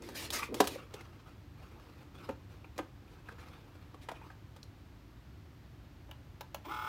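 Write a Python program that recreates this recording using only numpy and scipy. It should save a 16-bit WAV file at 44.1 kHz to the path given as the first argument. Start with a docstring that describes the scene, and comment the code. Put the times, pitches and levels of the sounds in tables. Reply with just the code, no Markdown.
"""In a small, quiet room, a plastic mat is slid into a craft cutting machine on a desk.
Stick-slip friction makes the mat swish over the tray, and the sheet wobbles as it bends.
It knocks on the rollers, flicks over ridges and is nudged into line; each impact rings damped modes.
A finger clicks the load button and the feed motor whirs up, its gear teeth singing at multiples
of the shaft rate and rattling once a turn. A low rumble and hum lie underneath."""
import sys
import numpy as np
from scipy import signal
from scipy.fft import rfft, irfft
from scipy.io import wavfile
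from scipy.ndimage import uniform_filter1d

SR = 44100
rng = np.random.default_rng(int(sys.argv[2]) if len(sys.argv) > 2 else 0)


def pcm_store(signal):
    """Save signal as 16-bit PCM."""
    levels = np.round(np.clip(np.atleast_2d(signal), -1, 1) * 32767)
    wavfile.write(sys.argv[1], SR, levels.astype(np.int16).T)


N = 303408
TIME = np.arange(N) / SR

# normal modes of mat and tray: frequency_hz, level_db, nominal_t60_s
MAT_AND_TRAY_MODES = [(199, -15.5, 0.24), (287.5, -7.5, 0.14), (336, -9.5, 0.12), (423, 1.5, 0.052),
                      (512.4, 0.5, 0.063), (560, -6.5, 0.079), (773, -1.5, 0.07), (887, 0, 0.057),
                      (1085, -17, 0.033), (1253, -5, 0.076), (1570, -17, 0.061), (1957, -7, 0.033),
                      (2466, -3.5, 0.053), (3330, 2.5, 0.02)]


def amp(db):
    """Amplitude ratio of a level in decibels."""
    return 10 ** (np.asarray(db) / 20)


def unit(x):
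    """Normalisation to rms 1."""
    return x / np.sqrt(np.mean(x ** 2) + 1e-20)


def read(points, hz):
    """Interpolation of a table on a log-frequency axis."""
    f, value = np.transpose(points)
    return np.interp(np.log(hz + 1), np.log(f + 1), value)


def colour(x, spectrum):
    """Spectral shaping: x is weighted by a curve in dB, then set to rms 1."""
    return unit(irfft(rfft(x) * amp(read(spectrum, np.fft.rfftfreq(len(x), 1 / SR))), len(x)))


def drift(hz):
    """Random modulation: noise low-passed near hz, at rms 1."""
    lowpass = np.exp(-(np.fft.rfftfreq(N, 1 / SR) / hz) ** 2)
    return unit(irfft(rfft(rng.standard_normal(N)) * lowpass, N))


def band(x, edge_hz, kind):
    """Causal low-, high- or band-pass filtering."""
    return signal.sosfilt(signal.butter(3, edge_hz, kind, fs=SR, output="sos"), x)


def resonate(x, hz, width_hz):
    """Resonance: two unity-gain resonators in cascade, each width_hz wide."""
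    b, a = signal.iirpeak(min(hz, SR / 3), hz / width_hz, fs=SR)
    return signal.lfilter(b, a, signal.lfilter(b, a, x))


def add(mix, start_s, sound):
    """Superposition of a sound on the mix."""
    part = mix[max(round(start_s * SR), 0):][:len(sound)]
    part += sound[:len(part)]


def air(noise_db=-54):
    """Ambient noise: broadband rumble and hiss, with a hum modulated in amplitude and phase."""
    # spectrum of the room's air: frequency_hz, density_db
    spectrum = [(20, -46), (42, -8.5), (58, -1.5), (95, -3), (130, -5.5), (180, -13.5), (340, -15.5),
                (450, -24.5), (700, -25), (1250, -27.5), (2000, -31), (4500, -37.5), (10300, -51.5),
                (12500, -45.5), (16000, -50)]
    # partials of the hum: frequency_hz, waver_hz, level_db
    partials = [(102.6, 8.8, -63.5), (290, 18.4, -71)]
    hum = 0
    for hz, waver_hz, db in partials:
        swell = 1 + .5 * drift(waver_hz)
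        hum += amp(db) * unit(swell * np.cos(2 * np.pi * hz * TIME + 0.82 * drift(waver_hz)))
    return amp(noise_db) * colour(rng.standard_normal(N), spectrum) + hum


def room(x, wet_db):
    """Reverberation: dense reflections follow the direct sound and decay fastest in the treble."""
    # reverberation time: frequency_hz, t60_s
    decay = [(200, 0.19), (1000, 0.25), (4000, 0.22), (14000, 0.13)]
    hz, t, noise = signal.stft(rng.standard_normal(SR // 2), SR, nperseg=256)
    tail = signal.istft(noise * amp(-60 * t / read(decay, hz)[:, None]), SR, nperseg=256)[1]
    tail *= np.clip(np.arange(len(tail)) / SR / 0.0042 - .5, 0, 1)  # reflections arrive from 2 ms on
    return x + amp(wet_db) * signal.fftconvolve(x, tail / np.linalg.norm(tail))[:N]


def strokes(rows, rise_s, fall_s):
    """Incoherent summation: hand movements rise, hold and die away, and their powers add."""
    power = np.zeros(N)
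    for start_s, length_s, db in rows:
        t = np.arange(0, length_s + 10 * fall_s, 1 / SR)
        gain = amp(db) * np.minimum(t / rise_s, 1) * np.exp(-np.maximum(t - length_s, 0) / fall_s)
        add(power, start_s, gain ** 2)
    return np.sqrt(power)


def friction(slips_per_s, spread_db, hiss, judder_db):
    """Stick-slip friction: tiny uneven slips over a smooth hiss, bunched by the judder of the hand."""
    slips = rng.standard_normal(N) * (rng.random(N) < slips_per_s / SR)
    slips *= amp(spread_db * np.minimum(rng.exponential(1, N), 4))
    return (unit(slips) + hiss * rng.standard_normal(N)) * amp(judder_db * drift(41))


def shimmer(x, depth_db):
    """Spectral modulation: narrow bands swell and fade as the contact moves over the sheet."""
    spectra = signal.stft(x, SR, nperseg=512, noverlap=384)[2]
    patches = uniform_filter1d(rng.standard_normal(spectra.shape), size=3, axis=0)
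    patches = unit(uniform_filter1d(patches, size=12, axis=1))
    return unit(signal.istft(spectra * amp(depth_db * patches), SR, nperseg=512, noverlap=384)[1][:N])


def mat_slide(body_db=-4.0, hiss_reference_db=-41.5, hiss_growth=0.47):
    """Sliding friction: the harder the mat is shoved over the tray, the greater the share of hiss."""
    # spectrum of the scrape: frequency_hz, density_db
    spectrum = [(350, -10), (600, 0), (834, -7.5), (881, -0.5), (1530, -3.5), (1880, 0), (2720, -3),
                (4220, -3.5), (8620, -14), (9620, -11), (10300, -14.5), (14500, -14.5), (16000, -24)]
    # shoves of the hand: start_s, length_s, level_db
    shoves = [(0.012, .12, -55.5), (.139, .115, -45), (.316, 0.045, -38.5), (.37, .025, -44.5),
              (.415, 0.028, -47), (.55, 0.073, -51.5), (.632, 0.12, -50.5), (3.378, 0.034, -60),
              (4.005, 0.029, -57)]
    push = strokes(shoves, rise_s=0.019, fall_s=0.025)
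    slips = friction(slips_per_s=2700, spread_db=2.3, hiss=2.2, judder_db=0.63)
    scrape = shimmer(colour(slips, spectrum), depth_db=3)
    body = amp(body_db) * unit(band(scrape, 3500, "low"))
    hiss = unit(band(scrape, 3630, "high")) * (push / amp(hiss_reference_db)) ** hiss_growth
    return (body + hiss) * push


def mat_catch():
    """Forced resonance: slips drive the sheet into a rasp as the slowing mat catches on the tray."""
    # resonances of the sheet: frequency_hz, half_width_hz, gain_db
    resonances = [(980, 130, -1), (1166, 140, 4.5), (2090, 72, 2), (2380, 210, 1)]
    # catches on the tray: start_s, length_s, level_db
    catches = [(.376, 0.029, -43), (.418, 0.017, -36)]
    slips = friction(slips_per_s=740, spread_db=2.4, hiss=0.8, judder_db=0.78)
    rasp = unit(sum(amp(db) * resonate(slips, hz, 2 * half_hz) for hz, half_hz, db in resonances))
    return rasp * strokes(catches, rise_s=0.013, fall_s=0.0098)


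def mat_rub(gain_db=-1.5):
    """Light friction: uneven slips make a dull rubbing as the mat is nudged into line."""
    # spectrum of the rubbing: frequency_hz, density_db
    spectrum = [(180, -4), (330, 3.5), (500, -1.5), (640, -8.5), (1030, -3.5), (1320, -2.5), (1950, -16.5),
                (2480, -8.5), (3130, -16), (5200, -21), (7500, -29), (10300, -31.5), (12500, -29.5),
                (16000, -33)]
    # nudges of the hand: start_s, length_s, relative_level_db
    nudges = [(.77, 0.059, -54.5), (.895, 0.14, -55), (1.04, 0.16, -61.5), (1.255, 0.03, -54),
              (1.57, 0.47, -60), (1.69, 0.034, -59), (2.14, 0.16, -52.5), (2.49, 0.041, -55),
              (2.755, 0.057, -54.5), (3.07, 0.12, -60.5), (3.25, 0.076, -55.5), (3.375, 0.18, -54),
              (3.57, 0.36, -64.5), (4.085, 0.08, -56.5), (4.195, 0.11, -58)]
    slips = friction(slips_per_s=900, spread_db=5.3, hiss=2.16, judder_db=2.6)
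    rub = amp(gain_db) * shimmer(colour(slips, spectrum), depth_db=4)
    return rub * strokes(nudges, rise_s=0.011, fall_s=0.038)


def mat_flex():
    """Flexural vibration: the bending sheet radiates a low band of noise."""
    # spectrum of the wobble: frequency_hz, density_db
    spectrum = [(120, -29), (230, 2), (330, 6), (520, -4), (700, -16), (1200, -23), (3000, -50)]
    # bends as the mat is carried and pushed home: start_s, length_s, level_db
    bends = [(0, 0.44, -52.5), (.483, 0.1, -48), (.514, 0.028, -37.5), (.66, 0.083, -47.5)]
    return colour(rng.standard_normal(N), spectrum) * strokes(bends, rise_s=0.0084, fall_s=0.02)


def impacts(rows, modes, crack_spectrum, contact_s, mode_t60_scale, crack_db, crack_t60_s,
            spot_t60_s, spot_q):
    """Impact excitation: damped modes, a crack and the struck spot swell over the contact time."""
    out, t = np.zeros(N), np.arange(SR // 4) / SR
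    swell = 1 - np.exp(-(t / contact_s) ** 2)
    for start_s, db, thud_db, snap_db, spot_hz, spot_db in rows:
        tones = sum(amp(mode_db - 60 * t / (t60 * mode_t60_scale))
                    * np.sin(2 * np.pi * (hz * t + rng.random())) for hz, mode_db, t60 in modes)
        grit = rng.standard_normal(len(t))
        crack = colour(grit, crack_spectrum) * amp(-60 * t / crack_t60_s)
        hit = (unit(tones) + amp(crack_db) * unit(crack)) * swell
        spot = resonate(grit * amp(-60 * t / spot_t60_s) * swell, spot_hz, spot_hz / spot_q)
        parts = band(hit, [215, 620], "band"), band(hit, [600, 2500], "band"), band(hit, 2500, "high")
        thud, middle, snap, spot = (p / np.std(p[:SR // 100]) for p in (*parts, spot))
        # relative to the middle band, a firm blow gives more thud and a hard one more snap
        blow = amp(thud_db) * thud - middle + amp(snap_db) * snap + amp(spot_db) * spot
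        add(out, start_s, amp(db) * blow)
    return out


def mat_knocks():
    """Damped modal ringing: the mat, held by the hand, knocks on rollers and guides."""
    # knocks: start_s, level_db, thud_db, snap_db, spot_hz, spot_db
    knocks = [(.601,-30.5,8,1,753,6.5), (.755,-55,4,-18,508,10), (.937,-57.5,10.5,7.5,400,-6),
              (1.006,-62,-7,2.5,2120,7.5), (2.288,-43,3.5,-16,454,-4.5), (2.642,-56.5,-7,-14,2490,0.5),
              (2.786,-38.5,-2,-17,980,-2), (2.794,-50,-11,-20,316,4), (3.285,-52,-14,-11.5,1590,5),
              (3.751,-65,-2,-5,483,-7), (3.941,-61,6,-5.5,1150,8), (4.085,-40.5,-13,-13,915,-3),
              (4.113,-51,-3,-6.5,693,8), (4.21,-61,-8,-19,905,5.5), (4.3,-55,-13,-17,1670,0),
              (4.561,-59,-6,-3,830,1)]
    # dense high modes of the tray: frequency_hz, density_db
    crack = [(150, -9), (400, -7), (1200, -6), (2000, -12.5), (3600, -7.5), (6000, -15), (10000, -20),
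             (13000, -21), (16000, -28)]
    return impacts(knocks, MAT_AND_TRAY_MODES, crack, contact_s=0.0032, mode_t60_scale=0.61,
                   crack_db=0, crack_t60_s=0.047, spot_t60_s=0.02135, spot_q=4.7)


def edge_flicks():
    """Brief contact gives a sharp attack: the mat's edge flicks over ridges."""
    # flicks: start_s, level_db, thud_db, snap_db, spot_hz, spot_db
    flicks = [(.022,-57.5,3,-9,7040,-2), (.088,-49,-4,-5.5,4030,-14), (.3033,-50,-20,10,3800,8),
              (.5425,-45,4,2.5,3600,-9), (.641,-43.5,0,-4,4460,-13), (.65,-54,-4,4,2200,-3),
              (.672,-42.5,-8,6.5,3620,-4), (2.779,-51,4,1,6320,-11), (4.6295,-73,-8,13,5300,17)]
    # dense high modes of the edge: frequency_hz, density_db
    crack = [(200, -22), (800, -1), (2000, -9), (3800, 1), (7000, -1.5), (10000, -5.5), (13000, -5),
             (16000, -9)]
    return impacts(flicks, MAT_AND_TRAY_MODES, crack, contact_s=0.0006, mode_t60_scale=0.65,
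                   crack_db=3.5, crack_t60_s=0.0475, spot_t60_s=0.011, spot_q=1.5)


def load_button():
    """Impulse response of a panel: it clicks as the button is touched, pressed and let go."""
    # clicks: start_s, level_db, thud_db, snap_db, spot_hz, spot_db
    clicks = [(6.091,-67,-16,-10,600,6), (6.112,-51.5,-20,-4.5,3300,-15), (6.4085,-46.5,-4,-2.5,830,-5),
              (6.545,-44,0,-1,2850,-12)]
    # normal modes of button and panel: frequency_hz, level_db, nominal_t60_s
    modes = [(567, -2.5, 0.054), (628, -4, 0.089), (753, -5, 0.083), (851, 8, 0.029), (990, 2, 0.053),
             (1330, -6, 0.079), (1650, -1, 0.055), (2900, -15, .02)]
    # dense high modes of the panel: frequency_hz, density_db
    crack = [(300, -19), (800, -2.5), (2200, -6), (2900, 5), (4600, 1.5), (7000, -5.5), (8800, -12.5),
             (11000, -4), (13500, -3), (16000, -5)]
    return impacts(clicks, modes, crack, contact_s=0.0004, mode_t60_scale=1.27,
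                   crack_db=9.5, crack_t60_s=0.03175, spot_t60_s=0.06, spot_q=2.1)


def driver_whine(switch_on_s=6.645, pitch_hz=14998, level_db=-66):
    """Electrical excitation: the motor's driver gives a thin tone while current flows."""
    tone = unit(np.sin(2 * np.pi * pitch_hz * TIME)) * (1 + .2 * drift(50))
    return amp(level_db) * tone * np.clip((TIME - switch_on_s) / .01, 0, 1)


def feed_motor(throb=0.29, waver=0.0023, frame_hz=330, tight_spot_s=6.797, looseness=0.65,
               flutter_db=1.5, scatter_turns=0.7):
    """Gear meshing: teeth sing at shaft harmonics and rattle once a turn; the loaded frame groans."""
    # the run-up: time_s, shaft_hz, teeth_db, rattle_db, groan_db
    run_up = [(6.635, 23, -99, -74, -90), (6.655, 26, -46, -49, -61), (6.672, 28, -57.5, -54.5, -49),
              (6.695, 36, -49.5, -49.5, -53), (6.712, 38.3, -41, -46.5, -50), (6.74, 39.1, -43, -45.5, -62),
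              (6.791, 39, -42, -47, -69), (6.88, 39.5, -40.5, -46, -71)]
    # mesh harmonics and sidebands of an eleven-tooth pinion: shaft_multiple, level_db
    harmonics = [(11, -15.5), (15, -15), (21, -9.5), (22, 0), (25, -12.5), (27, -17), (30, -28), (31, -2),
                 (32, -5), (33, -2.5), (34, -0.5), (35, -10), (36, -16), (37, -2), (38, -12), (45, -15),
                 (55, -11.5), (59, -31), (77, -35), (85, -25), (87, -18), (89, -32), (133, -25)]
    # frequency response of the housing: frequency_hz, gain_db
    housing = [(150, -19), (330, 2), (650, -7), (1000, 8), (1350, 1.5), (1800, -9.5), (2300, 0), (2900, -7),
               (3420, -0.5), (3900, -11), (4600, -15), (5250, -11), (6600, -20), (9500, -18), (10400, -25),
               (13300, -15), (16000, -28)]
    time_s, shaft_hz, *levels_db = np.transpose(run_up)
    teeth_gain, rattle_gain, groan_gain = (
        amp(np.interp(TIME, time_s, db, left=-120, right=-120)) for db in levels_db)
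    turns = np.cumsum(np.interp(TIME, time_s, shaft_hz) * (1 + waver * drift(43))) / SR
    turns -= np.interp(tight_spot_s, TIME, turns)  # the harmonics roughly line up at the tight spot
    teeth = unit(sum(amp(db) * np.cos(2 * np.pi * (multiple * turns + scatter_turns * rng.random()))
                     for multiple, db in harmonics))
    # the same rough spots come round on every turn, hardest where the gears run tight
    wear = rng.standard_normal(1024)
    roughness = unit(np.interp(turns % 1, np.linspace(0, 1, len(wear)), wear))
    roughness += looseness * rng.standard_normal(N)
    pressure = np.exp(throb * np.cos(2 * np.pi * turns))
    teeth = unit(teeth * pressure ** 0.37 * amp(flutter_db * drift(160)))
    rattle = colour(roughness * pressure, housing)
    groan = unit(np.sin(2 * np.pi * frame_hz * TIME + drift(69)) * (1 + .3 * drift(84)))
    return teeth * teeth_gain + rattle * rattle_gain + groan * groan_gain


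def scene():
    """Superposition: reverberant mat and button, direct motor sound and ambient noise, in mono."""
    blows = room(mat_knocks() + edge_flicks() + load_button(), wet_db=-12.5)
    sliding = room(mat_slide() + mat_catch() + mat_rub() + mat_flex(), wet_db=-10.5)
    return (blows + sliding + feed_motor() + driver_whine() + air())[None]


def record(dry):
    """Band limiting: a linear-phase low-pass removes the highest treble."""
    cutoff_hz = 15900
    lowpass = signal.firwin(511, cutoff_hz, window=("kaiser", 9), fs=SR)
    return signal.oaconvolve(dry, lowpass[None], "same")


dry = scene()
out = record(dry)
pcm_store(out)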